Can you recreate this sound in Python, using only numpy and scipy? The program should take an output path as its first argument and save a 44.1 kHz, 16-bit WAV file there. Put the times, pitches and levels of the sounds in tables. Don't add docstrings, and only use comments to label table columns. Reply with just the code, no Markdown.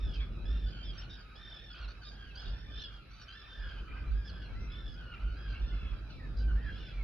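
import sys
import numpy as np
from scipy import signal
from scipy.fft import rfft, irfft
from scipy.io import wavfile
from scipy.ndimage import uniform_filter1d, map_coordinates

SR = 44100
rng = np.random.default_rng(int(sys.argv[2]) if len(sys.argv) > 2 else 0)


def to_wav(s):
    ch = np.atleast_2d(s).T
    pcm = np.round(np.clip(ch, -1, 1) * 32767)
    wavfile.write(sys.argv[1], SR, pcm.astype(np.int16))


N = 310318

# frequency in Hz, correlation from 0 to 1.
AIR_LIKENESS = [(55, 0.98), (120, 0.82), (220, 0.74), (450, 0.5), (3000, 0)]


def gain_of(db):
    return 10 ** (np.asarray(db) / 20)


def unit_rms(x):
    return x / np.sqrt(np.mean(x ** 2) + 1e-20)


def at_hz(points, hz):
    f, value = np.transpose(points)
    return np.interp(np.log(hz + 1), np.log(f + 1), value)


def wander(t, per_s):
    return map_coordinates(rng.standard_normal(1024), [(t - t[0]) * per_s], order=2, mode="wrap")


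def noise(spectrum, likeness):
    hz = np.fft.rfftfreq(N, 1 / SR)
    left, other = rfft(rng.standard_normal((2, N)))
    same = np.clip(at_hz(likeness, hz), -1, 1)
    right = same * left + np.sqrt(1 - same ** 2) * other
    return unit_rms(irfft(np.array([left, right]) * gain_of(at_hz(spectrum, hz)), N))


def patchy(x, depth_db):
    bands = signal.stft(x, SR, nperseg=512, noverlap=384)[2]
    field = rng.standard_normal(bands.shape[1:])
    for _ in range(2):
        field = uniform_filter1d(uniform_filter1d(field, size=3, axis=0), size=17, axis=1)
    bands *= gain_of(depth_db * np.minimum(unit_rms(field), 1))
    return unit_rms(signal.istft(bands, SR, nperseg=512, noverlap=384)[1][:, :N])


def place(calls):
    mix = np.zeros((2, N))
    for start_s, sound in calls:
        start = round(start_s * SR)
        sound = sound[:, max(-start, 0):]
        part = mix[:, max(start, 0):][:, :sound.shape[1]]
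        part += sound[:, :part.shape[1]]
    return mix


def open_air():
    # frequency in Hz, relative level in dB.
    spectrum = [(250, -6.5), (500, -4), (900, -5), (2000, -11), (5000, -17), (7500, -35), (9000, -58.5)]
    return gain_of(-64) * patchy(noise(spectrum, AIR_LIKENESS), depth_db=6)


def high_hiss():
    # frequency in Hz, relative level in dB.
    spectrum = [(8500, -24.5), (9800, -3), (11300, 0.5), (12500, -5.5)]
    return gain_of(-84.5) * noise(spectrum, AIR_LIKENESS)


def gust_strength(t):
    # middle in seconds, length in seconds, strength in dB.
    gusts = [(0.072, 0.14, -29), (0.207, 0.1, -31.5), (0.312, 0.07, -34.5), (0.441, 0.096, -36),
             (0.543, 0.18, -29), (0.655, 0.08, -30), (0.895, 0.15, -39), (1.85, 0.18, -40),
             (2.508, 0.15, -33.5), (2.743, 0.25, -45), (3.643, 0.15, -36), (3.801, 0.13, -36.5),
             (3.932, 0.1, -36.5), (4.03, 0.052, -34.5), (4.138, 0.17, -26), (4.539, 0.097, -34),
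             (4.65, 0.19, -39.5), (4.9, 0.21, -39.5), (5.277, 0.17, -30.5), (5.503, 0.12, -35.5),
             (5.637, 0.14, -31.5), (5.75, 0.09, -32), (5.838, 0.088, -28), (5.929, 0.079, -31.5),
             (6.374, 0.18, -27.5), (6.482, 0.098, -26.5), (6.56, 0.11, -27), (6.662, 0.079, -34),
             (7.02, 0.22, -33.5)]
    return sum(gain_of(db) * np.cos(np.pi * np.clip((t - middle) / length, -.5, .5))
               for middle, length, db in gusts)


def wind():
    # time in seconds, strength in dB.
    breeze_curve = [(0.0, -47), (0.65, -47), (1.1, -51.5), (1.3, -58.5), (1.85, -56.5), (2.3, -54),
                    (2.7, -51.5), (3.35, -61.5), (3.7, -54), (4.6, -47.5), (5.1, -52), (5.6, -47.5),
                    (6.1, -49), (6.5, -46), (7.04, -49.5)]
    # frequency in Hz, relative level in dB.
    throb_spectrum = [(15, -23), (35, -15.5), (47, 6), (54, 6.5), (63, -17.5), (120, -97.5)]
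    roar_spectrum = [(30, -13.5), (70, 3), (115, 0.5), (160, -6), (400, -16.5), (700, -26.5), (3000, -67.5)]
    t = np.arange(N) / SR
    breeze, gust = gain_of(np.interp(t, *np.transpose(breeze_curve))), gust_strength(t)
    throb = noise(throb_spectrum, AIR_LIKENESS)
    throb /= np.sqrt(uniform_filter1d((throb ** 2).mean(0), size=5000) + .2)
    throb *= np.hypot(gain_of(6) * breeze, gust)
    buffeting = gain_of(1.4 * wander(t, 24))
    roar = noise(roar_spectrum, AIR_LIKENESS) * np.hypot(breeze, gain_of(-24) * gust) * buffeting
    return (throb + roar) * gain_of([[-.45], [.45]])


def bird_call(row, trill_hz, chop, bend, jitter, rasp, stray=.0063, hiss=0,
              drop_power=2.3, release_s=.02, harmonics=5):
    # frequency in Hz, gain in dB.
    throat = [(600, -18), (1100, -16.5), (1500, -5.5), (2000, -14), (3000, -3), (3550, -2.5), (4100, 0),
              (4700, -6.5), (5300, -10), (5900, -10), (6800, -34.5), (9000, -37)]
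    start, length, top_hz, scoop, drop, level_db, swell_db, low_db, upper_db = row
    attack_s, scoop_share, roll_off_db, flicker_db, rattle_db = .011, .16, -3.5, 3, 5
    t = np.arange(0, length, 1 / SR)
    progress = t / length
    hz = top_hz * (1 - scoop * np.exp(-progress / scoop_share)) * (1 - drop * progress ** drop_power)
    first_beat, pace, side, bearing = rng.uniform(-1.017, 1, 4)
    beat = first_beat + np.cumsum(trill_hz * (1 + .04 * pace + .13 * wander(t, 35))) / SR
    opening = .5 + .5 * np.tanh(6 * (np.cos(2 * np.pi * beat) + .45))
    depth = np.clip(chop + .2 * wander(t, 30), 0, 1)
    between = (1 - depth) * (1 - opening)
    hz *= 1 + stray * wander(t, 60) + jitter * wander(t, 600)
    phase = 2 * np.pi * np.cumsum(hz) / SR
    edges = np.clip(np.minimum(t / attack_s, (length - t) / release_s), 0, 1)
    pulse_rms = np.sqrt(np.mean((opening + between) ** 2))
    envelope = edges / pulse_rms * gain_of(level_db + swell_db * (progress - .5))
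    voicing_db = [low_db, 0] + [upper_db + roll_off_db * k for k in range(harmonics - 2)]
    tone = np.zeros(len(t))
    for k, db in enumerate(voicing_db, 1):
        registers = opening * np.cos(k * phase) + between * np.cos(k * (1 - bend) * phase)
        tone += gain_of(at_hz(throat, k * hz) + db + flicker_db * wander(t, 40)) * registers
    tone *= np.sqrt(2) * (1 + rasp * wander(t, 1100))
    bins = np.fft.rfftfreq(len(t), 1 / SR)
    colour_db = at_hz(throat, bins) + np.interp(bins / top_hz, np.arange(1, harmonics + 1), voicing_db)
    breath = irfft(rfft(rng.standard_normal(len(t))) * gain_of(colour_db), len(t))
    breath = unit_rms(breath * opening * gain_of(rattle_db * wander(t, 350))) * tone.std()
    voice = envelope * (np.sqrt(1 - hiss) * tone + np.sqrt(hiss) * breath)
    lag_s, pan_db = 3.5e-5 + 6.5e-5 * bearing, .39 * side
    right = map_coordinates(voice, [np.arange(len(t)) - lag_s * SR], order=3)
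    return start, np.array([voice * gain_of(pan_db), right * gain_of(-pan_db)])


def far_birds(count=56):
    calls = []
    for k, (when, pitch, length, nearness, lean) in enumerate(rng.random((count, 5))):
        start = (k + when) / count * (N / SR + .2) - .2
        level_db, low_db, upper_db = -72 + 5 * nearness, 8 - 2 * nearness, -10 + 4 * nearness
        row = (start, .08 + .14 * length, 1200 + 470 * pitch, .1, .1, level_db, 0, low_db, upper_db)
        _, sound = bird_call(row, trill_hz=48, chop=.2, bend=0, jitter=.002, rasp=.08)
        calls.append((start, sound[::-1] if lean < .6 else sound))
    return place(calls)


def distant_din():
    # frequency in Hz, relative level in dB.
    spectrum = [(950, -26.5), (1200, 0.5), (1600, 1), (1950, -12.5), (2500, -1), (3200, -16), (3900, -19),
                (5000, -18), (5900, -40.5), (7000, -52.5)]
    return gain_of(-63.5) * patchy(noise(spectrum, likeness=[(1500, .65), (5000, .2)]), depth_db=6)


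def trilled_cries():
    rows = [ (-0.06, 0.24, 1826, 0.05, 0.18, -56, 10, -5, -2.5),
            (0.448, 0.29, 1824, 0.09, 0.08, -57.5, -2, 3, -3),
            (0.661, 0.2, 1570, 0, 0.01, -57.5, 4.5, -4, 0.5),
            (1.348, 0.27, 1860, 0.15, 0.1, -54, 2, 1, -3.5), (1.578, 0.17, 1828, 0, 0.13, -56, 6, 1, -4),
            (2.108, 0.15, 1643, 0.03, 0.02, -63, 9, 8.5, 0),
            (2.349, 0.17, 1720, 0.15, 0.08, -59.5, -8.5, 3.5, 6),
            (2.485, 0.42, 1842, 0.12, 0.13, -59, 1, 2.5, -0.5),
            (2.733, 0.14, 1810, 0.06, 0.09, -49, 1, -8, -11),
            (2.918, 0.078, 1646, 0.04, 0.05, -57, 7, -15, -6.5),
            (3.27, 0.095, 1574, 0.09, 0, -55.5, -6, 1, -5.5),
            (3.318, 0.12, 1842, 0.35, 0.12, -56.5, -2, 3.5, -0.5),
            (3.407, 0.33, 1823, 0.03, 0.15, -58.5, 4.5, 6, -3.5),
            (3.499, 0.31, 1647, 0.09, 0.04, -65.5, 1.5, 13, 0),
            (4.293, 0.16, 1717, 0.09, 0.06, -63.5, 7, 9.5, -0.5),
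            (4.698, 0.27, 1795, 0.08, 0.1, -58, 3.5, 1.5, -3.5),
            (5.058, 0.11, 1457, 0.05, 0.1, -52, 10, 3, -24),
            (5.353, 0.21, 1676, 0.1, 0.11, -60.5, 2, 8, -1.5),
            (5.604, 0.13, 1805, 0.02, 0.07, -61, 2, 5.5, -1),
            (5.727, 0.29, 1740, 0.04, 0.1, -64, -2, 4, -5),
            (6.612, 0.16, 1644, 0.08, 0.03, -60.5, 2, -3, -5.5),
            (6.746, 0.19, 1808, 0.1, 0.12, -57.5, 5, -2, -4), ]
    return place(bird_call(row, trill_hz=47, chop=.6, bend=.12, jitter=.004, rasp=.14,
                           stray=.007, hiss=.02) for row in rows)


def squawks():
    rows = [ (0.129, 0.07, 1784, 0.02, 0.07, -68, -4, -2, 12.5),
            (0.925, 0.14, 1559, 0.06, 0.12, -56, 0, -0.5, -7),
            (1.735, 0.14, 1602, 0.07, 0.26, -53, 2, 1, -8.5),
            (1.872, 0.065, 1540, 0.24, 0.13, -67.5, -3, 16, 9),
            (2.401, 0.11, 1604, 0.17, 0.1, -63.5, -3, 5.5, 4),
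            (2.788, 0.082, 1784, 0.08, 0.08, -60.5, 0, -17, 7),
            (3.092, 0.152, 1528, 0.1, 0.06, -67.5, 6, 2, 7),
            (3.682, 0.15, 1560, 0.04, 0.04, -59.5, -6.5, -1, -7),
            (3.871, 0.25, 1281, 0.11, 0.12, -54, -1, -1, -26.5),
            (4.476, 0.29, 1302, 0.02, 0.06, -61, 12, 0.5, -16),
            (5.119, 0.13, 1316, 0.12, 0.11, -55, 5, -2.5, -18.5),
            (5.474, 0.15, 1388, 0.03, 0, -54, 0, -2, -14), (5.727, 0.23, 1328, 0.02, 0.05, -55, 4, 1, -20),
            (6.087, 0.064, 1383, 0.03, 0, -61, -2, -3, -3), (6.363, 0.086, 1680, 0.1, 0.06, -76, -3, 2, 19),
            (6.759, 0.17, 1450, 0.04, 0.2, -56.5, 4, -17, -11),
            (6.91, 0.11, 1212, 0.1, 0.13, -55.5, 10, -6, -14), ]
    return place(bird_call(row, trill_hz=55, chop=.3, bend=.17, jitter=.014, rasp=.25,
                           stray=.03, hiss=.08) for row in rows)


def yelps():
    rows = [ (0.15, 0.1, 1332, 0, 0.24, -50, 1, -3, -14),
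            (0.199, 0.053, 1714, 0.03, 0.02, -52, -7, -2.5, -10.5),
            (0.832, 0.088, 1792, 0.01, 0.11, -53, 6, -7, -3),
            (0.974, 0.064, 1847, 0.02, 0.08, -58, -6, 6, 8), (1.093, 0.078, 1860, 0, 0, -53, -4, -23, -5),
            (1.096, 0.14, 1695, 0.05, 0.08, -64, 1, 5, 5.5),
            (2.01, 0.039, 1540, 0, 0.08, -62.5, 7, 13.5, 6),
            (2.041, 0.06, 1897, 0.09, 0.02, -52, 0, -16, -23),
            (2.045, 0.067, 1670, 0, 0.08, -68, -2, 9, 17), (2.109, 0.045, 1610, 0.1, 0, -67, 2, 9, 15.5),
            (2.243, 0.093, 1647, 0.1, 0.25, -59.5, 4, -1, -10),
            (2.441, 0.059, 1926, 0.2, 0.07, -55, -2, -12, -12),
            (2.784, 0.033, 1310, 0, 0.02, -64.5, -3, -10, 10.5),
            (2.808, 0.028, 1505, 0.1, 0.12, -58, -2, -12, 8.5),
            (3.207, 0.05, 1950, 0.1, 0.1, -67.5, -2, 0, 16), (4.245, 0.049, 1782, 0.1, 0.03, -59, 2, 7, 8),
            (4.269, 0.042, 1770, 0.04, 0.27, -58.5, 2, 0, 6.5),
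            (4.413, 0.067, 1430, 0, 0.04, -57, 2, -2, -9), (4.593, 0.085, 1935, 0.08, 0.04, -75, 5, 4, 15),
            (4.971, 0.076, 1670, 0, 0.19, -57.5, -4, 0, -12),
            (6.128, 0.08, 1234, 0.01, 0.1, -57, -1, -9, -14),
            (6.193, 0.11, 1930, 0, 0.19, -80.5, -10, 30.5, -7),
            (6.469, 0.067, 1546, 0.03, 0.11, -60.5, -2, 9, -11),
            (6.549, 0.12, 1898, 0.28, 0.05, -73, 9, 26.5, -16),
            (6.645, 0.075, 1792, 0.05, 0.13, -68, 7, 25, -6), ]
    return place(bird_call(row, trill_hz=52, chop=.3, bend=.02, jitter=.008, rasp=.2,
                           stray=.012, hiss=.02, drop_power=1.3, release_s=.014) for row in rows)


def honks():
    rows = [ (1.69, 0.17, 1482, 0.08, 0.03, -70.5, -3, 14, 4.5),
            (3.871, 0.085, 1290, 0, 0.04, -64, -7, 13, -20),
            (3.93, 0.11, 1607, 0.14, 0.06, -66.5, 4.5, 13, -4),
            (4.109, 0.17, 1660, 0.12, 0.05, -68, -4, 14, -0.5),
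            (4.329, 0.16, 1570, 0, 0.1, -66.5, 1, 10, -6.5), (4.48, 0.063, 750, 0.08, 0, -61, 2, -10, 6),
            (4.545, 0.12, 700, 0.17, 0.01, -57.5, 1, -10, 4.5),
            (4.688, 0.12, 738, 0.08, 0.03, -52.5, 7, -18, -1.5),
            (4.94, 0.18, 1510, 0.06, 0.06, -72.5, 1, 17.5, -9),
            (5.19, 0.19, 1425, 0.1, 0.05, -68.5, -7, 15, -23),
            (5.458, 0.18, 1606, 0.07, 0, -71.5, 5, 13, -10), (5.709, 0.06, 699, 0.05, 0, -59.5, 3, 3, 6.5),
            (6.39, 0.15, 1565, 0.07, 0.04, -72, -10, 15, -7), (6.94, 0.094, 787, 0, 0.14, -69, 1, 11, 20.5),
            ]
    return place(bird_call(row, trill_hz=46, chop=.1, bend=0, jitter=.002, rasp=.08, harmonics=3)
                 for row in rows)


def marsh_echo(x):
    # frequency in Hz, seconds to fall by 60 dB.
    decay = [(500, 0.09), (1500, 0.29), (3500, 0.34), (7000, 0.011)]
    taps = np.zeros((2, SR))
    slots = np.arange(200, SR - 20, 20)
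    arrivals = slots + rng.integers(0, 20, (2, len(slots)))
    np.put_along_axis(taps, arrivals, rng.choice([-1., 1.], arrivals.shape), 1)
    hz, t, bands = signal.stft(taps, SR, nperseg=256)
    tail = signal.istft(bands * gain_of(-60 * t / at_hz(decay, hz)[:, None]), SR, nperseg=256)[1]
    return signal.fftconvolve(x, tail / np.linalg.norm(tail[0]), axes=1)[:, :N]


def scene():
    air = open_air()
    calls = trilled_cries() + yelps() + squawks() + honks()
    far = far_birds()
    din = distant_din()
    echoes = gain_of(-6) * marsh_echo(far) + gain_of(-12) * marsh_echo(calls)
    return air + calls + far + din + echoes + wind() + high_hiss()


def record(dry):
    # frequency in Hz, dB taken from the left and added to the right.
    lean = [(1500, .2), (3500, .5), (5000, 3.5), (6500, 0), (8000, 0)]
    lean_db = at_hz(lean, np.fft.rfftfreq(N, 1 / SR))
    ports = irfft(rfft(dry) * gain_of([-lean_db, lean_db]), N)
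    band_limit = signal.firwin(511, cutoff=12400, window=("kaiser", 9), fs=SR)
    return signal.oaconvolve(ports, band_limit[None], "same")


dry = scene()
out = record(dry)
to_wav(out)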